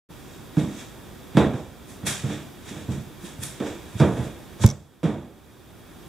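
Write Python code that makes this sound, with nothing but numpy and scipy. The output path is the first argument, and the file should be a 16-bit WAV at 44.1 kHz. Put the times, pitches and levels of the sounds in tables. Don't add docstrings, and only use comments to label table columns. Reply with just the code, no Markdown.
import sys
import numpy as np
from scipy import signal
from scipy.io import wavfile
from scipy.ndimage import uniform_filter1d, minimum_filter1d

SR = 44100
rng = np.random.default_rng(int(sys.argv[2]) if len(sys.argv) > 2 else 0)


def to_linear_factor(level_db):
    exponent = np.asarray(level_db, float) / 20
    return 10 ** exponent


def bounce(signal):
    frames = np.transpose(np.atleast_2d(signal))
    limited = np.clip(frames, -1, 1)
    pcm = np.round(limited * 32767).astype(np.int16)
    wavfile.write(sys.argv[1], SR, pcm)


N = 268436
EDGES = 25 * 2 ** np.arange(0, 9.5, 1 / 3)


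def rms_one(x):
    return x / np.sqrt(np.mean(x ** 2) + 1e-20)


def unit_energy(x):
    return x / np.sqrt(np.sum(x ** 2))


def at_hz(points, hz):
    table = np.array(points)
    return np.interp(np.log(hz), np.log(table[:, 0]), table[:, 1])


def butter(x, hz, kind, order=2):
    return signal.sosfilt(signal.butter(order, hz, kind, fs=SR, output="sos"), x)


def colour(x, spectrum):
    total = 0
    for low, high in zip(EDGES[::2], EDGES[2::2]):
        gain = to_linear_factor(at_hz(spectrum, np.sqrt(low * high)))
        total = total + gain * butter(x, [low, high], "band", order=1)
    return total


def dying(t, t60):
    return to_linear_factor(-60 * t / t60)


def add(out, x, s):
    i = round(s * SR)
    out[..., i:i + x.shape[-1]] += x[..., :N - i]


def leaning(x):
    return x * to_linear_factor(3.5 * np.array([[-.5], [.5]]))


# frequency in Hz, left-right correlation of the background.
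LIKENESS = [(60, 0.52), (600, 0.6), (2000, 0.86), (4000, 0.68), (8000, 0.43), (14000, 0.1)]
# frequency in Hz, right channel above left in dB.
RIGHT_DB = [(100, 2), (2000, 2.5), (4000, 2), (8000, -1), (12000, 1)]


def bands(size, spread=1.0):
    white = rng.standard_normal((2, 2, size))
    for k, (low, high) in enumerate(zip(EDGES, EDGES[1:])):
        mid, side = butter(white[k % 2], [low, high], "band")
        hz = np.sqrt(low * high)
        alike = np.clip(1 - spread * (1 - at_hz(LIKENESS, hz)), 0, 1)
        both = np.sqrt(1 + alike) * mid + np.sqrt(1 - alike) * side * [[1], [-1]]
        yield hz, both * to_linear_factor(at_hz(RIGHT_DB, hz) * np.array([[-.5], [.5]]))


# start in seconds, thud level in dB, thud pitch in Hz, cycles until the boards swing
# fully, slap relative to thud in dB, room relative to direct sound in dB (the last two before overall gains).
STEPS = [(.568, -12.5, 155, 1.5, -15.5, -7.5), (.63, -24.5, 161, 1, -17, -3.5),
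         (1.346, -22, 144.7, 1.8, -17, -1), (1.370, -7.5, 166, 0.87, -4, -4),
         (1.535, -21, 125.5, 1.3, -8, -7.5), (2.031, -26.5, 123, .7, -14.5, 0),
         (2.236, -21, 132, 1.04, -16.5, -1.5), (2.30, -27, 205, 1.2, -4.5, -9.5),
         (2.708, -33.5, 207.6, 1.7, -18, -2), (2.764, -33, 136, 0.81, -7, -4.5),
         (2.882, -21.5, 118, 1.1, -19, 1), (3.232, -33, 184, 1.7, -26, -5.5),
         (3.381, -34, 96.3, 1.1, -16, -2), (3.601, -24.5, 227, 1.6, -4.5, -2.5),
         (3.665, -31.5, 289, 3.7, -1, -15.5), (3.945, -28, 102, 1.1, -17, -6),
         (4.000, -13.5, 140, 1.8, -5.5, 1.5), (4.170, -23, 122.6, 3.1, -7.5, -1.5),
         (4.596, -25.5, 105.8, 2.8, -14, -5), (4.638, -3.5, 110, 1.31, -12, -13.5),
         (5.031, -7, 164.6, 2.8, -9, -1.5)]
# frequency in Hz, relative spectral density in dB.
SLAP = [(120, 9), (250, 2), (400, 15), (800, -30.5), (1500, -20), (2800, -62), (4500, -14), (8000, -13)]


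def steps():
    slap_gain_db, echoed_slap_gain_db, room_gain_db = 21, 21, 13.5
    roundness = 1.95
    out, t = np.zeros((2, N)), np.arange(int(.25 * SR)) / SR
    half, quarter = len(t) // 2, len(t) // 4
    tails = [room_tail() for spot in range(7)]
    crack = butter(colour(1. * (t == 0), SLAP), 4000, "low")
    for k, (s, db, hz, cycles, slap_db, room_db) in enumerate(STEPS):
        boards = np.sin(2 * np.pi * hz * t) + 0.4 * np.sin(2 * np.pi * 1.925 * hz * t)
        swell = t * hz / cycles
        direct = boards * (swell * np.exp(1 - swell)) ** roundness

        contact = rng.standard_normal(len(t)) * dying(t, 0.058)
        slap = unit_energy(np.convolve(contact[:half], crack[:quarter])[:half])
        direct[:half] += to_linear_factor(slap_db + slap_gain_db) * slap
        add(out, leaning(to_linear_factor(db) * direct), s)

        push = np.sin(2 * np.pi * 1.41 * hz * t) * dying(t, 3.05 / hz)
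        push = butter(push, 0.62 * hz, "high")
        push += to_linear_factor(slap_db + echoed_slap_gain_db) * unit_energy(crack)
        echoes = signal.fftconvolve(push[None], tails[k % len(tails)], axes=1)
        add(out, to_linear_factor(db + room_db + room_gain_db) * echoes, s)
    return out


# frequency in Hz, relative level in dB, t60 in seconds.
ROOM_MODES = [(140, -3.5, 0.41), (208, -1.5, 0.4), (301, 3, 0.34), (338.5, -3.5, 0.53), (400, -8, 0.12),
              (452.8, 0.5, 0.37), (489, 3, 0.23), (583, -3, 0.4), (662, 0, 0.34), (859, -9, 0.23),
              (970, -21, 0.31)]
# frequency in Hz, t60 in seconds.
ROOM_T60 = [(60, 0.72), (150, 0.41), (500, 0.64), (1500, 0.5), (4000, 0.26), (10000, 0.04)]


def room_tail(modes_db=-13.5, build_s=0.014):
    t = np.arange(int(.7 * SR)) / SR
    diffuse = 0
    for hz, band in bands(len(t), 0.12):
        t60 = at_hz(ROOM_T60, hz)
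        diffuse = diffuse + np.sqrt(hz * t60) * unit_energy(band * dying(t, t60))
    standing = 0
    for hz, db, t60 in ROOM_MODES:
        strength = to_linear_factor(db + 2 * rng.standard_normal())
        standing = standing + strength * dying(t, t60) * np.sin(2 * np.pi * (hz * t + rng.random()))
    standing = leaning(to_linear_factor(modes_db) * standing)
    build_up = 1 - np.exp(-t / build_s)
    return (diffuse / SR ** .5 + standing / 100) * build_up


# time of the peak in seconds, hiss level in dB, swell time in seconds,
# low rasp relative to hiss in dB, thin top relative to hiss in dB.
SCUFFS = [(.36, -59, .4, -8, -33), (0.593, -48, 0.047, 1, -7), (.8, -49, 0.22, -3.5, -9),
          (1.385, -44, 0.035, 10, -6), (1.57, -52.5, 0.083, -6, -10), (1.9, -53.5, 0.049, -9.5, -1),
          (2.068, -30.5, 0.012, -6.5, -1), (2.329, -47, .2, 1.5, -10), (2.69, -47, 0.075, -2, -7),
          (2.8, -54.5, .15, -0.5, -7), (2.92, -49.5, .04, -4.5, -7), (3.26, -49, 0.073, -3, -2),
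          (3.434, -41, 0.034, -12, 2.5), (3.675, -48, 0.15, 0.5, -14.5), (4.0, -44.5, 0.045, -2, -6),
          (4.25, -52, 0.74, 1.5, -3.5), (4.628, -35, .03, -17, -8.5), (5.039, -41, 0.0084, 5, -6)]
# frequency in Hz, relative spectral density in dB.
HISS = [(2500, 2), (3400, -2), (4300, 4), (5800, 8.5), (7000, 13), (8500, -20), (10000, -65)]
RASP = [(500, -5.5), (1200, -5), (2000, 3), (3500, -5.5), (5000, -38)]
THIN = [(7000, -17), (8500, 6), (10500, -1), (12000, -8), (13500, -26)]
FADE_DB_PER_S = [110.5, 101, 149]


def scuffs():
    s, hiss_db, swell_s, rasp_db, thin_db = np.transpose(SCUFFS)
    layers = 0
    for hz, band in bands(N):
        gains = to_linear_factor(np.array([at_hz(table, hz) for table in (HISS, RASP, THIN)]))
        layers = layers + gains[:, None, None] * band
    sliding = 0
    for re_db, fade, layer in zip((0, rasp_db, thin_db), FADE_DB_PER_S, layers):
        sliding = sliding + slide(s, swell_s, hiss_db + re_db, fade) * rms_one(layer)
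    grain = to_linear_factor(0.8 * rms_one(butter(rng.standard_normal(N), 120, "low")))
    return grain * sliding


def slide(s, swell_s, levels_db, fade_db_per_s):
    t = np.arange(0, N + 64, 64) / SR
    before = s[:, None] - t
    rise_db = 20 * before / swell_s[:, None]
    below_db = np.maximum(rise_db, -fade_db_per_s * before)
    power = np.sum(to_linear_factor(levels_db[:, None] - below_db) ** 2, axis=0)
    return np.interp(np.arange(N) / SR, t, np.sqrt(power))


# start in seconds, peak level in dB before the lean to the right.
SNAGS = [(2.071, -25), (3.4368, -15.5)]


def snags():
    stutter_s, stutter_db = .0035, 6
    out, t = np.zeros((2, N)), np.arange(int(.02 * SR)) / SR
    for s, db in SNAGS:
        for k in range(4):
            noise = rng.standard_normal((2, len(t))) * dying(t, 0.0023)
            crack = butter(noise, [5500, 13000], "band")
            crack = crack / np.abs(crack).max()
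            start = s - stutter_s * k * rng.uniform(0.56, 1.2)
            add(out, leaning(to_linear_factor(db - stutter_db * k) * crack), start)
    return out


# start in seconds, level in dB, bright edge relative in dB.
RATTLE = [(4.663, -10, -2), (4.6756, -19, -18), (4.6895, -17, -19), (4.7015, -17, -23), (4.711, -20, -20)]
# frequency in Hz, relative level in dB, t60 in seconds.
RATTLE_MODES = [(2220, -11.5, 0.026), (5660, 3, 0.0048), (5980, 3, 0.0073), (6700, -3, 0.0051)]


def stand():
    out, t = np.zeros((2, N)), np.arange(int(.1 * SR)) / SR
    jolt = np.sin(2 * np.pi * 28 * t) * dying(t, 0.1)
    add(out, leaning(to_linear_factor(4) * jolt), 4.645)
    for s, db, edge_db in RATTLE:
        ring = np.zeros((2, len(t)))
        for side in range(2):
            for hz, mode_db, t60 in RATTLE_MODES:
                mode = dying(t, t60) * np.sin(2 * np.pi * hz * t + rng.normal(0, 1.0))
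                ring[side] += to_linear_factor(mode_db - 7) * mode
        edge = butter(rng.standard_normal((2, len(t))) * dying(t, 0.0031), [8000, 15500], "band")
        add(out, to_linear_factor(db) * (ring + leaning(to_linear_factor(edge_db) * edge)), s)
        add(out, to_linear_factor(db - 4) * ring, s + .0027)
    return out


# frequency in Hz, relative spectral density in dB.
AIR = [(22, 19.5), (35, 17.5), (64, 6.5), (160, 3.5), (350, 2), (420, -3.5), (640, -7), (1700, -13),
       (2900, -16), (3400, -24), (4200, -18.5), (7000, -22), (14000, -24), (16000, -17)]


def air():
    noise = 0
    for hz, band in bands(N):
        noise = noise + to_linear_factor(at_hz(AIR, hz)) * band
    return to_linear_factor(-42.5) * rms_one(noise)


def scene():
    return steps() + scuffs() + snags() + stand() + air()


def gain_control(x, threshold_db=-14, share=1.0, hold_s=0.041, release_db_s=10, attack_s=0.083):
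    t = np.arange(N) / SR
    level_db = 20 * np.log10(uniform_filter1d(np.abs(x).max(axis=0), size=400) + 1e-9)
    cut_db = share * np.maximum(level_db - threshold_db, 0)
    released_db = np.maximum.accumulate(cut_db + release_db_s * t) - release_db_s * (t - hold_s)
    recent_db = -minimum_filter1d(-cut_db, size=2 * SR + 1, origin=SR, mode="nearest")
    r = np.exp(-1 / (attack_s * SR))
    smooth_db = signal.lfilter([1 - r], [1, -r], np.clip(released_db, 0, recent_db))
    return x * to_linear_factor(-smooth_db)


def low_pass(x):
    return signal.sosfilt(signal.butter(12, 16630, fs=SR, output="sos"), x)


def record(dry):
    x = dry + to_linear_factor(2.0) * butter(dry, [3150, 3950], "band")
    x = gain_control(x)
    x = butter(x, 64.6, "high", order=4)
    for k in range(2, 7):
        notch_hz = k * 1026
        x = signal.lfilter(*signal.iirnotch(notch_hz, notch_hz / 100, fs=SR), x)
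    x = signal.sosfilt(signal.cheby2(14, 60, 16250, fs=SR, output="sos"), x)
    x = x * np.clip((np.arange(N) / SR - 0.088) / 0.022, 0, 1)
    mix = 1.101 * np.tanh(x / 0.78)
    return low_pass(mix)


dry = scene()
out = record(dry)
bounce(out)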